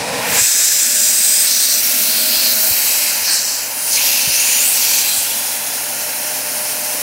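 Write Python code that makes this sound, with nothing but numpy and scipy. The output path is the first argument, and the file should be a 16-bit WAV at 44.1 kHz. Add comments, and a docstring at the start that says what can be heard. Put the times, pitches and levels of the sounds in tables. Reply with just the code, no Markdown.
"""Vacuum hose on a toy brick engine

A vacuum cleaner's hose is pressed onto the port of a plastic brick engine, close to a mono microphone.
The open hose roars until it seals; then turbulent air hisses in through the cracks between the bricks.
Each crack filters the noise in its own resonances as hands shift their grip and knock the model.
Behind them the choked hose rings and drones, air rushes through the cleaner and its motor whines."""
import sys
import numpy as np
from scipy import signal
from scipy.fft import rfft, irfft
from scipy.io import wavfile
from scipy.ndimage import uniform_filter1d

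SR = 44100
rng = np.random.default_rng(int(sys.argv[2]) if len(sys.argv) > 2 else 0)


def store_pcm(level_fs):
    """Save levels as 16-bit WAV."""
    pcm = np.round(np.clip(level_fs, -1, 1) * 32767).astype(np.int16)
    wavfile.write(sys.argv[1], SR, np.atleast_2d(pcm).T)


N = 309582
FRAME, HOP = 1024, 256
TIME = np.arange(N) / SR
FRAME_TIME = np.arange(N // HOP + 2) * HOP / SR
BIN_HZ = np.fft.rfftfreq(FRAME, 1 / SR)[:, None]
FINE_HZ = np.fft.rfftfreq(N, 1 / SR)


def suction_hiss(throb_db=.45, throb_hz=55, surge_db=.3, surge_hz=9):
    """Common modulation: leaks and resonators share one suction, so they throb and surge together."""
    source_power = resonators() + squeaks() + jet()
    filter_gain = hand_notches() * echoes() * patches()
    hiss = turbulence(source_power * filter_gain ** 2)
    suction_db = throb_db * drift(throb_hz) + surge_db * drift(surge_hz)
    return hiss * amp(np.interp(TIME, FRAME_TIME, suction_db))


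# modes of each resonator, by name: (frequency [Hz], width [Hz], relative level [dB])
# "wide" is a steady body resonance near 870 Hz and "deep" the hollow ring of the choked hose;
# the rest are leaks around the hose and between the bricks, opened and shut by the grip
RESONATOR_MODES = {"rim": [(1730, 470, 0), (2370, 800, 0)], "long": [(1743, 360, -11), (2506, 610, -11),
                   (4095, 1200, -10.5), (5130, 280, -3), (6045, 900, -3), (7715, 1450, 0)],
                   "thin": [(8292, 790, 0), (4860, 200, -4.5)], "middle": [(4296, 730, -4), (4946, 420, -6),
                   (5976, 1280, -0.5)], "low": [(4290, 540, .7), (4912, 280, -2.5)],
                   "hollow": [(2606, 640, 0)], "deep": [(1065, 160, -3), (1465, 180, 0)],
                   "wide": [(872, 261, 0)], "high": [(9441, 1600, 0)], "fizz": [(13116, 1080, 0),
                   (15250, 1090, .5)], "fine": [(5380, 210, -1), (6217, 1165, -3), (9044, 670, 0),
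                   (10583, 715, 0.5)]}
# when each one sounds: (start [s], end [s], resonator name, pitch ratio, level [dB], swell [dB])
RESONATOR_SPANS = [(.23, 0.41, "rim", 1., -55.5, 0), (.37, 1.44, "long", .99, -46.4, -5.6),
                   (.92, 1.42, "thin", 1.01, -51, 4.9), (1.04, 2.82, "fizz", 1.02, -58, 4.2),
                   (1.42, 1.79, "thin", 1., -49.5, .6), (1.43, 1.78, "rim", .98, -63.8, -1.8),
                   (1.47, 1.79, "middle", .98, -48.8, -.4), (1.77, 2.7, "hollow", .92, -59.7, -7),
                   (1.8, 3.11, "thin", .97, -57.3, 1.4), (1.82, 2.71, "deep", 1.01, -67, 4.5),
                   (1.83, 2.19, "middle", .96, -51.9, -7.8), (2.05, 2.52, "low", 1.02, -53.2, 5.3),
                   (2.38, 3.2, "middle", 1.02, -57.5, -2.5), (2.54, 3.17, "low", .94, -53.3, -5),
                   (2.56, 3.05, "fizz", .87, -57.9, 2.7), (2.64, 7.2, "wide", 1., -64, 2.5),
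                   (2.72, 3.27, "hollow", .94, -57.5, -3.9), (3.25, 3.64, "middle", .93, -50, -9.5),
                   (3.28, 3.36, "rim", .99, -56.5, -3.5), (3.28, 3.39, "low", 1.05, -49.5, -1.5),
                   (3.34, 3.7, "long", .99, -52, -9.2), (3.74, 3.97, "high", 1.02, -60.7, 9.2),
                   (3.915, 3.97, "middle", 1.04, -50.5, 3.5), (3.975, 4.03, "hollow", .98, -49.5, -4),
                   (4.03, 4.65, "hollow", 1.01, -55, 3.2), (3.98, 4.65, "middle", 1.01, -51.7, -1.5),
                   (4.03, 4.18, "fizz", .92, -53.3, -5.4), (4.19, 4.75, "high", 1.01, -55.1, 3.5),
                   (4.57, 5.1, "fizz", 1., -58, -5), (4.65, 4.8, "thin", .97, -48.2, -4.7),
                   (4.69, 5.1, "hollow", .98, -57, 1.3), (4.74, 5.03, "middle", 1.04, -52.9, 3.2),
                   (4.87, 5.25, "thin", .95, -55, .7), (5.03, 5.15, "low", .97, -54.1, -.7),
                   (5.14, 5.21, "high", .93, -54, -1), (5.17, 7.2, "fine", 1.01, -61.4, 1.6)]
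def resonators(fade_s=.005, fade_share=.014, sag_per_s=.03, sag_limit_s=.6):
    """Flow-excited resonance: cracks, choked hose and body sound in their own slightly sinking bands."""
    power = 0
    for start, end, name, ratio, db, swell_db in RESONATOR_SPANS:
        edges = gate(start, end, fade_s + fade_share * (end - start))
        flow = edges * amp(db + np.interp(FRAME_TIME, [start, end], [0, swell_db])) ** 2
        from_middle_s = np.clip(FRAME_TIME - (start + end) / 2, -sag_limit_s, sag_limit_s)
        pitch = ratio * (1 - sag_per_s * from_middle_s)
        for hz, width, mode_db in RESONATOR_MODES[name]:
            power += hiss_band(hz * pitch, width, flow * amp(mode_db) ** 2)
    return power


def hiss_band(hz, width, flow, flutter_db=.83, flutter_hz=26, waver=.004):
    """Random modulation: unsteady air shakes the pitch and power of one resonance."""
    centre = hz * (1 + waver * drift(flutter_hz))
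    strength = flow * amp(flutter_db * drift(flutter_hz)) ** 2
    return strength * resonance(centre, width) ** 2


# cracks pinched shut: (start [s], end [s], first pitch [Hz], target pitch [Hz], level [dB])
PINCHES = [(3.312, 3.349, 8160, 10600, -46.5), (4.31, 4.63, 4900, 6950, -48)]
def squeaks(rise_s=.058, width_hz=620, fade_s=.0084):
    """Exponential glide: the resonance of a pinched crack rises fast, then settles."""
    power = 0
    for start, end, first_hz, target_hz, db in PINCHES:
        age = np.maximum(FRAME_TIME - start, 0)
        hz = target_hz + (first_hz - target_hz) * np.exp(-age / rise_s)
        power += hiss_band(hz, width_hz, gate(start, end, fade_s) * amp(db) ** 2)
    return power


# course of the jet at the rim: (time [s], level [dB], tilt [dB/octave])
JET_COURSE = [(0.0, -94.0, 0.0), (0.2, -71.0, -1.0), (0.33, -59.0, -1.0), (0.54, -61.36, 4.07),
              (1.45, -58.18, -0.96), (1.76, -60.57, 1.68), (1.89, -57.12, 2.28), (2.41, -57.8, -1.32),
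              (2.64, -57.03, 0.71), (3.1, -56.81, -2.42), (3.34, -61.92, 0.7), (3.65, -63.99, -0.74),
              (4.07, -56.32, -0.46), (4.31, -61.16, 2.64), (4.81, -57.04, 1.16), (5.18, -58.09, -0.73),
              (5.66, -63.05, -0.23), (7.02, -62.13, -0.0)]
# its spectrum: (frequency [Hz], relative level [dB])
JET_SPECTRUM = [(1000.0, -21.0), (2000.0, -10.5), (2700.0, -3), (3450.0, -3), (4200.0, -2), (5500.0, -0.5),
                (7200.0, -2), (8200.0, -2.5), (9200.0, -0.4), (10400.0, 1), (11300.0, 0), (13300.0, 0.7),
                (14600.0, -0.5), (15700.0, -1)]
def jet(pivot_hz=8000, low_hz=700):
    """Jet noise: turbulence at the hose's rim gives a broad hiss with little bass."""
    octaves = np.log2(np.maximum(BIN_HZ, low_hz) / pivot_hz)
    db = curve(JET_COURSE, FRAME_TIME) + curve(JET_COURSE, FRAME_TIME, column=2) * octaves
    bass_cut = BIN_HZ ** 4 / (BIN_HZ ** 4 + low_hz ** 4)
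    return (amp(db) * colour(JET_SPECTRUM, BIN_HZ)) ** 2 * bass_cut


# a nearby hand hollows the hiss: (start [s], end [s], first notch [Hz], depth [dB])
HAND_NOTCHES = [(.46, 1.82, 3020, 2.6), (2.53, 3.95, 3520, 8.7), (3.54, 3.73, 9270, 5.5),
                (4.28, 4.63, 7650, 3), (5.74, 7.2, 3517, 4.5)]
def hand_notches(width_hz=380, upper_ratio=3.23, upper_share=.34, fade_s=.005):
    """Destructive interference: two notches, the upper shallower, likely from a hand's reflection."""
    db = 0
    for start, end, hz, depth_db in HAND_NOTCHES:
        notches = resonance(hz, width_hz) + upper_share * resonance(hz * upper_ratio, width_hz)
        db -= depth_db * gate(start, end, fade_s) * notches
    return amp(db)


# paths off the model and the hands: (delay [s], gain before sway [ratio])
REFLECTIONS = [(0.00122, .05), (0.00068, 0.016), (.0019, .025), (.0026, 0.028), (.0037, 0.024)]
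def echoes(sway=.061, sway_hz=1.5):
    """Comb filtering: short echoes add to the direct hiss, their strength swaying as the hands move."""
    response = 1
    for delay, gain in REFLECTIONS:
        strength = gain + sway * drift(sway_hz, slowest_hz=0)
        response += strength * np.exp(-2j * np.pi * BIN_HZ * delay)
    return abs(response)


def patches(spread_db=.9, bins=7, frames=22):
    """Spectral fluctuation: the hiss's colour wanders in random patches of frequency and time."""
    field = rng.standard_normal((len(FRAME_TIME), len(BIN_HZ))).T
    field = uniform_filter1d(field, bins, axis=0)
    field = uniform_filter1d(field, frames, axis=1)
    return amp(spread_db * field / field.std())


# broad roar of the intake: (frequency [Hz], level [dB])
ROAR_SPECTRUM = [(30, -91), (90, -68), (160, -56), (300, -57.5), (375, -83), (460, -54.5), (1000, -57),
                 (1250, -64.5), (1800, -60), (3200, -65.5), (5200, -63.5), (7300, -67.5), (9800, -71),
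                 (15500, -83)]
# resonances of the open hose: (frequency [Hz], width [Hz], level [dB])
HOSE_MODES = [(160, 28, -52), (513, 64, -49), (665, 45, -56), (820, 73, -52), (960, 80, -54),
              (1840, 220, -64), (2430, 200, -58.5), (3840, 190, -64), (8400, 700, -65)]
# how far the hose stands open: (time [s], gain [dB])
HOSE_OPENING = [(0, 0.5), (.2, 0.5), (.3, -0.5), (.37, 0.5), (.41, -8.5), (.45, -28), (.55, -70)]
def open_hose(gust_db=.7, gust_hz=25, round_trip_s=.0055, bounce=.16):
    """Pipe resonance: gusting air excites the hose's modes until its mouth seals."""
    power = colour(ROAR_SPECTRUM, BIN_HZ) ** 2 + modal_power(HOSE_MODES, BIN_HZ)
    flow_db = curve(HOSE_OPENING, FRAME_TIME) + gust_db * drift(gust_hz)
    roar = turbulence(power * amp(flow_db) ** 2)
    # sound runs down the hose and comes back inverted
    return roar - bounce * np.interp(TIME - round_trip_s, TIME, roar, left=0)


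# hands and hose bump the model: (time [s], envelope peak [dB], frequency [Hz])
IMPACTS = [(.36, -25, 135), (.409, -29, 80), (.42, -28, 140), (1.829, -43, 80), (2.366, -40, 80),
           (2.707, -27, 90), (3.216, -41, 70), (4.274, -22.5, 145), (4.282, -34, 70), (5.177, -37.5, 74)]
def knocks(rise_cycles=.46):
    """Damped oscillation: each knock is a low push that dies within a few cycles."""
    out = np.zeros(N)
    for start, db, hz in IMPACTS:
        cycles = np.maximum(TIME - start, 0) * hz
        rise = cycles / rise_cycles
        out += amp(db) * rise * np.exp(1 - rise) * np.sin(2 * np.pi * cycles)
    return out


# resonances of the sealed hose: (frequency [Hz], width [Hz], relative level [dB])
COLUMN_MODES = [(234, 26, -.8), (281, 32, -6.5)]
# strength of their drone: (time [s], level [dB])
DRONE_LEVEL = [(.5, -80), (.9, -60), (1.4, -60), (1.75, -63), (1.92, -53.5), (2.2, -53), (2.68, -58),
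               (2.85, -80)]
def drone():
    """Standing waves: the leaks stir the low modes of the hose's air column."""
    return steady_noise(modal_power(COLUMN_MODES, FINE_HZ)) * amp(curve(DRONE_LEVEL, TIME))


# airflow inside the cleaner: (frequency [Hz], level [dB])
RUSH_SPECTRUM = [(50.0, -110), (85.0, -88), (140.0, -78.5), (200.0, -69.5), (290.0, -63.5), (375.0, -78.5),
                 (450.0, -66.5), (700.0, -64.5), (1000.0, -70.0), (1220.0, -72), (1500.0, -64.0),
                 (2000.0, -65), (2700.0, -64.5), (3500.0, -83), (9000.0, -81)]
# resonances of the cleaner's body: (frequency [Hz], width [Hz], level [dB])
BODY_MODES = [(165.0, 28, -79), (222, 20, -67.5), (298, 40, -80), (467, 18, -69.5), (533, 44, -64.0),
              (806, 52, -69.0), (890, 35.0, -78), (1407, 60, -64.5), (1760, 50.0, -74), (2830, 60.0, -81)]
# strength of the rush: (time [s], gain [dB])
RUSH_GAIN = [(0.0, -4), (0.5, -3), (1.7, -3), (1.9, 0.7), (2.7, 1.3), (3.2, -1.5), (3.6, -2.6), (4.1, -0.5),
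             (5.3, -0.5), (6.2, 1.1), (7.02, 1.0)]
def rush(trim_db=-.5):
    """Flow noise: air rushes through the cleaner and excites the resonances of its body."""
    power = colour(RUSH_SPECTRUM, FINE_HZ) ** 2 + modal_power(BODY_MODES, FINE_HZ)
    return steady_noise(power) * amp(curve(RUSH_GAIN, TIME) + trim_db)


# the shaft, faster where the flow is choked: (time [s], rotation rate [Hz], tone level [dB])
SHAFT_COURSE = [(0, 566.7, -46), (.22, 565, -50), (.45, 578, -62), (.92, 599, -42), (1.7, 610, -48),
                (2.35, 625, -37), (2.67, 636, -36), (2.85, 622, -57), (3.0, 601, -40.5), (3.5, 594, -50),
                (3.8, 602, -44.5), (4.25, 590.6, -43), (4.6, 591, -48), (5.5, 593.3, -46),
                (6.1, 603.5, -38.5), (7.02, 605, -37)]
# fan tones, heard only through the open hose: (multiple of the rotation rate, level [dB])
BLADE_TONES = [(9, -41), (18, -40), (27, -46)]
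# mains hum: (frequency [Hz], level [dB])
HUM_TONES = [(119.8, -53), (239.6, -56)]
# how clearly the hum comes through: (time [s], gain [dB])
HUM_GAIN = [(0, -9), (2.6, -5.5), (2.9, -2), (7.02, 1.3)]
def motor(wobble=.0017, wobble_hz=30, waver_db=1.5, waver_hz=8):
    """Periodic forcing: tones at the shaft rate and at blade-passing harmonics, over mains hum."""
    speed = curve(SHAFT_COURSE, TIME) * (1 + wobble * np.interp(TIME, FRAME_TIME, drift(wobble_hz)))
    angle = 2 * np.pi * np.cumsum(speed) / SR
    flutter_db = waver_db * np.interp(TIME, FRAME_TIME, drift(waver_hz))
    shaft = amp(curve(SHAFT_COURSE, TIME, column=2) + flutter_db) * np.sin(angle)
    blades = sum(amp(db) * np.sin(order * angle) for order, db in BLADE_TONES)
    blades *= amp(curve(HOSE_OPENING, TIME))
    hum = sum(amp(db) * np.sin(2 * np.pi * (hz * TIME + rng.random())) for hz, db in HUM_TONES)
    hum *= amp(curve(HUM_GAIN, TIME))
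    return np.sqrt(2) * (shaft + blades + hum)


def amp(db):
    """Decibel law: a factor of ten in amplitude for each 20 dB."""
    return 10 ** (np.asarray(db) / 20)


def curve(rows, t, column=1):
    """Linear interpolation of one column of a time table at the times t."""
    rows = np.asarray(rows)
    return np.interp(t, rows[:, 0], rows[:, column])


def gate(start, end, fade_s):
    """Smooth window: rises at start and falls at end, one value a frame."""
    opening = (1 + np.tanh((FRAME_TIME - start) / (2 * fade_s))) / 2
    closing = (1 + np.tanh((end - FRAME_TIME) / (2 * fade_s))) / 2
    return opening * closing


def colour(points, f):
    """Spectral envelope: gain from levels joined on a log-frequency axis."""
    hz, db = np.transpose(points)
    return amp(np.interp(np.log(f + 1), np.log(hz), db))


def resonance(hz, width, f=BIN_HZ):
    """Resonance curve: unit gain at the centre, with steep skirts."""
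    return 1 / (1 + 2 * ((f - hz) / width) ** 2)


def modal_power(modes, f):
    """Incoherent addition: the power densities of the resonances sum."""
    return sum((amp(db) * resonance(hz, width, f)) ** 2 for hz, width, db in modes)


def drift(rate_hz, slowest_hz=2):
    """Band-limited noise: a slow fluctuation of rms 1, one value a frame."""
    count = len(FRAME_TIME)
    hz = np.fft.rfftfreq(count, HOP / SR)
    band = (hz > slowest_hz) / (1 + (hz / rate_hz) ** 2)
    wander = irfft(rfft(rng.standard_normal(count)) * band, count)
    return wander / wander.std()


def turbulence(power):
    """Time-varying filtering: noise follows a power density given for each frequency and frame."""
    white = rng.standard_normal((len(FRAME_TIME) - 1) * HOP) * np.sqrt(SR / 2)
    spectra = signal.stft(white, nperseg=FRAME, noverlap=FRAME - HOP)[2]
    return signal.istft(spectra * np.sqrt(power), nperseg=FRAME, noverlap=FRAME - HOP)[1][:N]


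def steady_noise(power):
    """Stationary filtering: white noise is shaped to one power density."""
    return irfft(rfft(rng.standard_normal(N)) * np.sqrt(power * SR / 2), N)


def scene():
    """Superposition: air noise, motor and knocks add, close and dry, alike in both channels."""
    mono = suction_hiss() + open_hose() + rush() + drone() + motor() + knocks()
    return np.array([mono, mono])


def record(dry, low_hz=45, high_hz=15780):
    """Band limiting: the microphone sheds deep bass and the recorder cuts the highest treble."""
    thinned = signal.sosfilt(signal.butter(2, low_hz, "high", fs=SR, output="sos"), dry)
    lowpass = signal.firwin(601, high_hz, window=("kaiser", 9), fs=SR)
    return signal.oaconvolve(thinned, lowpass[None], "same")


dry = scene()
out = record(dry)
store_pcm(out)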